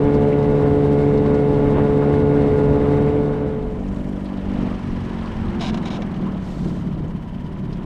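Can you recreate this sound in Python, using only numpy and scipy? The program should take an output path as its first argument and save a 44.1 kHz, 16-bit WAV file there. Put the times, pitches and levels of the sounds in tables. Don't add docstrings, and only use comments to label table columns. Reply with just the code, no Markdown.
import sys
import numpy as np
from scipy.fft import rfft, irfft, next_fast_len
from scipy.io import wavfile
from scipy.ndimage import uniform_filter1d, map_coordinates

SR = 44100
rng = np.random.default_rng(int(sys.argv[2]) if len(sys.argv) > 2 else 0)


def wrap_up_sound(samples):
    columns = np.atleast_2d(samples).T
    tamed = np.clip(columns, -1, 1)
    steps = np.round(tamed * 32767).astype(np.int16)
    wavfile.write(sys.argv[1], SR, steps)


N = 346185

# (time [s], half length [s], rise [dB])
WAVE_CRESTS = [(1.78, 0.038, 4.5), (2.04, 0.038, 1), (2.82, 0.12, 1), (3.22, 0.073, 1), (4.62, 0.16, 5.5),
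               (5.6, 0.29, -1), (6.26, 0.054, 1.5), (6.78, 0.24, 1)]
# (time [s], crankshaft speed [Hz])
SLOW_SPEED = [(3.7, 47.9), (4.02, 48.8), (4.57, 48.4), (4.68, 47.8), (4.76, 46.6), (4.96, 45.6),
              (5.19, 45.0), (5.33, 43.9), (5.54, 43.3), (5.81, 43.0), (6.0, 41.5), (6.12, 39.6),
              (6.33, 38.6), (6.52, 35.9), (6.69, 36.1), (7.04, 33.8), (7.45, 32.8), (7.85, 32.6)]
SMOOTH_HZ, LUMPY_HZ = 48, 43


def amp(db):
    return 10 ** (np.asarray(db) / 20)


def unit(x):
    return x / np.sqrt(np.mean(x ** 2) + 1e-20)


def curves(rows):
    s, *cols = np.transpose(rows)
    return [np.interp(np.arange(N) / SR, s, c) for c in cols]


def wobble(rate):
    return map_coordinates(rng.standard_normal(int(N * rate / SR) + 4), [np.arange(N) * rate / SR])


def coloured(x, spectrum):
    m = 2 * next_fast_len(N // 2 + SR // 4)
    f, db = np.transpose(spectrum)
    log_hz = np.log(np.fft.rfftfreq(m, 1 / SR) + 1)
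    gain_db = np.interp(log_hz, np.log(np.r_[f[0] / 2, f, f[-1] * 2]), np.r_[db[0] - 20, db, -100])
    cepstrum = irfft(np.log(amp(gain_db)))
    cepstrum[1:m // 2] *= 2
    cepstrum[m // 2 + 1:] = 0
    return irfft(rfft(x, m) * np.exp(rfft(cepstrum)), m)[:N]


def resonate(x, modes):
    m = next_fast_len(N + SR // 2)
    f = np.fft.rfftfreq(m, 1 / SR)
    return irfft(rfft(x, m) * sum(amp(db) * 1j * f * w / (c * c - f * f + 1j * f * w)
                                  for c, w, db in modes), m)[:N]


def rush(spectrum, gate=1):
    return unit(coloured(gate * rng.standard_normal(N), spectrum))


def bubbles(per_second, centre_hz, cycles, spread_db, size=900):
    u = rng.random((int(per_second * N / SR), 3))
    hz = centre_hz * 2 ** (2 * u[:, 1:2] - 1)
    turns = hz * np.arange(size) / SR
    age = turns / cycles
    ring = (np.sin(2 * np.pi * turns * (1 + 0.06 * np.minimum(age, 2)))
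            * np.exp(-2 * age) * (1 - np.exp(-2 * turns)))
    ring *= amp(spread_db * u[:, 2:] ** 4)
    at = (u[:, :1] * N).astype(int) + np.arange(size)
    return unit(np.bincount(at.ravel(), ring.ravel(), N)[:N])


def knocks(rows, t60, attack_cycles, width, size=8192):
    out, t, f = np.zeros(N + size), np.arange(size) / SR, np.fft.rfftfreq(size, 1 / SR)
    for s, db, hz in rows:
        band = 1 / (1 + ((f - hz) / (width * hz)) ** 2)
        ring = unit(irfft(band * np.exp(2j * np.pi * rng.random(len(f)))))
        out[round(s * SR):][:size] += (amp(db - 60 * t / t60)
                                       * (1 - np.exp(-t * hz / attack_cycles)) * ring)
    return out[:N]


def swells(rows):
    t = np.arange(N) / SR
    return sum(db * np.exp(-((t - s) / half) ** 2) for s, half, db in rows)


def wind(slow_share):
    # (time [s], half length [s], rise [dB])
    gusts = [(.08, 0.11, 0), (1.78, 0.19, 4.5), (2.7, 0.19, 4.5), (4.27, 0.14, -8), (4.9, .12, 3),
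             (5.4, 0.09, 5.5), (5.95, .1, -5), (6.95, 0.18, 5)]
    # (frequency [Hz], level [dB])
    buffet_spectrum = [(12, -10.5), (25, -3), (50, -2.5), (90, -4.5), (130, -6.5), (250, -11)]
    shaft_hz, = curves(SLOW_SPEED)
    fast_db, slow_db = -28.5, -29 + 9 * np.log2(shaft_hz / SMOOTH_HZ)
    wind_db = (1 - slow_share) * fast_db + slow_share * slow_db + swells(gusts)
    return amp(wind_db + 0.57 * wobble(7.4) + 0.43 * wobble(20)) * rush(buffet_spectrum)


def loose_gear():
    # (time [s], relative level [dB], pitch [Hz])
    ticks = [(.141, -46, 4450), (.325, -35, 2130), (.425, -51, 4450), (1.174, -45, 4065),
             (1.258, -47, 3860), (1.342, -49, 4800), (4.255, -46, 3350), (4.368, -52, 3500),
             (6.14, -46, 3250), (7.726, -46.5, 4150)]
    return amp(1.5) * knocks(ticks, t60=0.087, attack_cycles=6, width=0.32)


def flung_drops():
    # (time [s], level [dB], pitch [Hz])
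    drops = [(3.884, -51, 5600), (3.946, -54, 7200), (4.09, -56, 8600), (4.245, -57, 8400),
             (4.629, -46.5, 5000), (5.258, -43.5, 4580), (6.473, -45, 3500), (6.695, -47, 4200),
             (7.081, -57, 6700), (7.445, -55, 5170)]
    return knocks(drops, t60=0.032, attack_cycles=3.6, width=.2)


def fine_spray():
    # (frequency [Hz], level [dB])
    mist_spectrum = [(4000, -7), (7000, 0), (9000, -1.5), (11000, -8), (14000, -17.5)]
    mist = unit(coloured(bubbles(1400, 7500, cycles=3, spread_db=7, size=200), mist_spectrum))
    return amp(-66.5) * swells([(3.95, .42, 1)]) * mist


def breaking_wave():
    # (frequency [Hz], level [dB])
    fizz_spectrum = [(1800, -20), (3500, 7), (6000, 0.5), (8000, -3), (9500, -12), (12000, -14),
                     (15000, -30)]
    start_s, rise_s, hold_s, fall_s = 6.36, 0.096, 0.23, 0.27
    times = start_s + np.cumsum([0, rise_s, hold_s, fall_s])
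    envelope = np.interp(np.arange(N) / SR, times, [0, 1, 1, 0])
    return envelope * amp(-55.5 + 1.8 * wobble(60)) * rush(fizz_spectrum)


def hull_slaps():
    # (time [s], relative level [dB], pitch [Hz])
    slaps = [(.134, -38.5, 1140), (.645, -40, 1000), (1.245, -30, 820), (1.348, -42, 1160),
             (1.784, -34.5, 1150), (1.888, -36, 1150), (2.017, -33.5, 1260), (2.1, -36, 1020),
             (2.351, -39, 1440), (2.85, -35, 1250), (3.07, -43, 2130), (3.329, -36, 1300), (4.61, -34, 373),
             (5.245, -33, 1050), (5.98, -26.5, 564), (6.26, -34, 1000), (6.64, -23, 368), (7.03, -32, 495)]
    return amp(3) * knocks(slaps, t60=.17, attack_cycles=7, width=.22)


def creak():
    # (time [s], length [s], relative level [dB], slip rate [Hz])
    slip_runs = [(5.594, 0.032, -43, 180), (5.607, 0.1, -30.5, 150), (5.83, 0.022, -46, 130),
                 (5.854, 0.036, -37, 210), (5.902, 0.076, -36.5, 190)]
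    # (time [s], relative level [dB])
    snaps = [(5.607, -47), (5.743, -22), (5.773, -26), (5.856, -32), (5.883, -42), (5.902, -42),
             (6.021, -28)]
    # (pitch [Hz], width [Hz], level [dB])
    fitting_notes = [(990, 87, 7), (1570, 68, 2), (2300, 80, 4), (2890, 110, 1), (3760, 120, 2),
                     (5050, 140, 1.5), (5990, 150, -10), (6600, 170, -3.5)]
    # (frequency [Hz], level [dB])
    rasp_spectrum = [(500, -5), (740, 12), (1050, -16), (1350, -10), (1600, -10.5), (2400, -6.5),
                     (3850, -3.5), (4400, -12.5), (6000, -15.5), (7200, -29), (7700, -26), (9000, -30),
                     (11000, -38), (14000, -55)]
    t = np.arange(N) / SR
    rubbing = np.zeros(N)
    for s, length, db, slip_hz in slip_runs:
        since_slip = np.cumsum(slip_hz * (1 + 0.23 * wobble(83))) / SR % 1
        envelope = np.clip((t - s) / 0.0018, 0, 1) * np.clip((s + length - t) / 0.015 + .5, 0, 1)
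        rubbing += envelope * amp(db - 31 * np.clip(t - s, 0, 1)) * np.exp(-1.1 * since_slip)
    for s, db in snaps:
        rubbing += (t > s) * amp(db - 9.5 - 60 * np.clip(t - s, 0, 1) / 0.05)
    scrape = rubbing * rng.standard_normal(N)
    soften = [(900, 11.5), (7000, -2.5), (9000, -12.5), (14000, -25.5)]  # (frequency [Hz], gain [dB])
    ring = unit(coloured(resonate(scrape, fitting_notes), soften))
    rasp = unit(coloured(scrape, rasp_spectrum))
    return amp(4) * np.std(scrape) * unit(rasp + 0.6 * ring)


def lapping_water(puffs, strokes, patter_db):
    # (time [s], gurgle level [dB], splash level [dB])
    water_levels = [(4.35, -39.5, -45), (4.9, -42.5, -43.5), (5.3, -40.5, -39.5), (5.75, -39, -38),
                    (6.45, -41, -45), (7.3, -45.5, -49.5), (7.85, -43.5, -46)]
    # (frequency [Hz], level [dB])
    gurgle_spectrum = [(250, -28), (380, 2.5), (470, -1.5), (640, 0), (850, -13.5), (1500, -41)]
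    # (frequency [Hz], level [dB])
    splash_spectrum = [(500, -18.5), (780, -3), (1000, -3.5), (1150, -6), (1450, -9.5), (1750, -15.5),
                       (2300, -16), (4000, -44.5)]
    gurgle_db, splash_db = curves(water_levels) + swells(WAVE_CRESTS)
    bubbling = bubbles(170, 900, cycles=10, spread_db=6)
    gurgle = unit(rush(gurgle_spectrum, puffs) + .4 * unit(coloured(bubbling, gurgle_spectrum)))
    splash = unit(rush(splash_spectrum, strokes) + .65 * unit(coloured(bubbling, splash_spectrum)))
    droplets = amp(splash_db - 11) * bubbles(200, 1900, cycles=8, spread_db=7)
    patter = amp(patter_db) * bubbles(90, 3100, cycles=6, spread_db=7)
    spatter = amp(splash_db - 30) * bubbles(70, 4400, cycles=6, spread_db=8)
    return amp(gurgle_db) * gurgle + amp(splash_db) * splash + droplets + patter + spatter


def bow_wash(firing, wave_db):
    # (frequency [Hz], level [dB])
    wash_spectrum = [(300, -13), (650, 0), (900, 2.5), (1150, -3.5), (1350, -8), (2000, -10), (2400, -15.5),
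                     (2900, -16), (3700, -27.5), (4500, -43.5), (7000, -57.5)]
    # (frequency [Hz], level [dB])
    spray_spectrum = [(1500, -21.5), (3600, 7), (5000, -1), (6500, -6.5), (8700, -7), (10800, -16),
                      (12500, -26), (15000, -45)]
    wash_db = -35.5 + 0.93 * wave_db + 0.92 * wobble(12)
    wash = unit(rush(wash_spectrum, firing) + 0.27 * bubbles(300, 1100, cycles=5.3, spread_db=13.5))
    spray = amp(-55 + 1.4 * wobble(45)) * rush(spray_spectrum, np.sqrt(np.abs(firing)))
    return amp(wash_db) * wash + spray


def valve_clatter(shaft_hz, turns, strokes, level_db):
    # (frequency [Hz], level [dB])
    clatter_spectrum = [(1000, -22), (1720, 2), (2420, -6.5), (3020, -3), (3460, -9.5), (4600, -14),
                        (6000, -19), (7000, -24), (8400, -24), (9500, -32), (11000, -33), (12000, -51.5),
                        (14200, -67)]
    # (pitch [Hz], width [Hz], level [dB])
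    cover_notes = [(983, 39, 6), (3040, 93, -12.5)]
    depth_db = 3.2 * np.interp(shaft_hz, [36, 44], [1, .55])
    ticking = strokes * amp(depth_db * np.cos(np.pi * turns))
    clatter = amp(level_db) * rush(clatter_spectrum, ticking)
    cover = amp(-50.5) * unit(resonate(ticking * rng.standard_normal(N), cover_notes))
    return clatter + cover


def slow_exhaust(turns, lumpy):
    # (pitch [x crankshaft speed], part-throttle level [dB], idle level [dB])
    tones = [(1, 0, -8), (1.5, -16, -17), (2, -11, -9), (3, -12.5, -7), (3.5, -21, -9), (4, -4, -4),
             (4.5, -25, -4), (5, -3.5, -.5), (5.5, -16, -6.5), (6, -2, -4), (6.5, -22, -18), (7, -15, -8.5),
             (8, -17, -8.5), (9, -25, -11), (10, -13, -19.5), (11, -20.5, -17), (12, -20.5, -25)]
    # (frequency [Hz], gain [dB])
    hull_response = [(35, 1.5), (60, -3.5), (88, 3), (105, -4), (131, -0.5), (142, 3), (165, 1), (181, 5),
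                     (194, 7.5), (205, 0.5), (228, 5.5), (248, 1), (262, -5), (292, -.5), (325, 1.5),
                     (352, 2.5), (440, -3.5), (600, 0.5)]
    thumps = np.zeros(N)
    for multiple, part_db, idle_db in tones:
        db = part_db + (idle_db - part_db) * lumpy + (.7 + 1.3 * lumpy) * wobble(9)
        burble_rad = .25 * multiple ** 2
        scatter_rad = lumpy ** 2 * wobble(3)
        thumps += amp(db) * np.sin(2 * np.pi * multiple * turns - burble_rad - scatter_rad)
    chug_db = 1.2 * lumpy * wobble(17)
    ringing = coloured(thumps * amp(chug_db), hull_response)
    power = uniform_filter1d(ringing ** 2, int(.16 * SR))
    return ringing / np.sqrt(np.abs(power) + 1e-9)


def fast_exhaust(angle):
    # (pitch [x crankshaft speed], relative level [dB])
    tones = [(1, -15.5), (2, -2.5), (3, -8), (4, -3), (5, -33), (6, 0.5), (7, -11), (8, -15), (9, -21.5),
             (10, -17), (11, -31), (12, -19), (14, -29.5), (15, -32.5), (16, -31), (17, -38), (18, -36.5),
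             (20, -28), (22, -40), (24, -39), (28, -38), (30, -34), (32, -42.5), (37, -43.5), (52, -48.5)]
    # (tone level [dB], waver [dB])
    waver_depths = [(-25, 2.3), (-14, 1.9), (-3, 1.3), (0, .45)]
    drone = np.zeros(N)
    for multiple, db in tones:
        waver_db = np.interp(db, *np.transpose(waver_depths))
        drift_rad = .07 * waver_db * wobble(16) + 2 * np.pi * rng.random()
        drone += amp(db + waver_db * wobble(14)) * np.sin(multiple * angle + drift_rad)
    return np.sqrt(2) * drone


def puttering():
    # (time [s], level [dB])
    load_levels = [(3.7, -26), (4.12, -26), (4.3, -27), (4.48, -25), (4.63, -21.5), (4.78, -28),
                   (4.97, -26), (5.35, -29.5), (5.46, -25), (5.73, -23), (5.87, -25.5), (5.98, -25),
                   (6.1, -28.5), (6.24, -22.5), (6.37, -26), (6.51, -29), (6.63, -24), (6.93, -25.5),
                   (7.27, -31.5), (7.45, -29), (7.72, -27), (7.85, -27.5)]
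    # (frequency [Hz], level [dB])
    boom_spectrum = [(70, -20), (125, -9), (158, -4), (195, 1), (240, -4), (300, -4.5), (380, -9),
                     (500, -22), (900, -34)]
    shaft_hz, = curves(SLOW_SPEED)
    load_db, = curves(load_levels)
    lumpy = np.interp(shaft_hz, [LUMPY_HZ, SMOOTH_HZ], [1, .12])
    turns = np.cumsum(shaft_hz) / SR + .013 * lumpy * wobble(18)
    strokes = 1 + 0.1 * np.cos(2 * np.pi * turns)
    puffs = 1 + .4 * np.cos(2 * np.pi * (turns - .4))
    throb = amp(load_db) * slow_exhaust(turns, lumpy)
    boom = amp(load_db - 12.5 + 6 * lumpy) * rush(boom_spectrum, puffs)
    swell_db = -59 + swells([(5.3, 1, 8.9)]) + 0.57 * swells(WAVE_CRESTS)
    water = lapping_water(puffs, strokes, patter_db=swell_db - 13)
    clatter = valve_clatter(shaft_hz, turns, strokes, level_db=swell_db + 3)
    return throb + boom + water + clatter + fine_spray()


def cruising():
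    # (time [s], crankshaft speed [Hz])
    cruise_speed = [(.15, 72.0), (.4, 71.6), (.6, 71.95), (.87, 71.55), (1.4, 72.0), (1.55, 71.55),
                    (2.2, 72.1), (2.5, 71.5), (2.85, 71.55), (3.1, 72.3), (3.3, 72.35), (3.5, 71.9)]
    # (frequency [Hz], level [dB])
    rumble_spectrum = [(60, -20), (90, 4), (112, -5.5), (165, 0), (194, -1.5), (215, 0), (262, -0.5),
                       (284, 3), (312, -4), (390, -4.5), (480, -6), (580, -10), (700, -20), (1200, -48.5)]
    shaft_hz = curves(cruise_speed)[0] + 0.1097 * wobble(6)
    wave_db = swells(WAVE_CRESTS)
    angle = 2 * np.pi * (np.cumsum(shaft_hz) / SR + 0.0026 * wobble(25))
    drone = amp(-20 - 0.8 * wave_db) * fast_exhaust(angle)
    firing = 1 + 0.15 * np.cos(angle) + 0.066 * np.cos(2 * angle)
    rumble = amp(-22.5 + wave_db) * rush(rumble_spectrum, firing)
    return drone + rumble + bow_wash(firing, wave_db)


def scene():
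    slow_share = np.interp(np.arange(N) / SR, [2.97, 3.926], [0, 1])
    boat = (1 - slow_share) * cruising() + slow_share * puttering()
    water = flung_drops() + hull_slaps() + breaking_wave()
    return boat + water + creak() + loose_gear() + wind(slow_share)


def record(dry):
    fade_s, top_hz = .004, 14400
    m = next_fast_len(N + SR // 2)
    fade_in = np.minimum(np.arange(N) / (fade_s * SR), 1)
    spectrum = rfft(dry * fade_in * fade_in[::-1], m)
    below_top = np.fft.rfftfreq(m, 1 / SR) < top_hz
    return irfft(spectrum * below_top, m)[:N].reshape(1, N)


dry = scene()
out = record(dry)
wrap_up_sound(out)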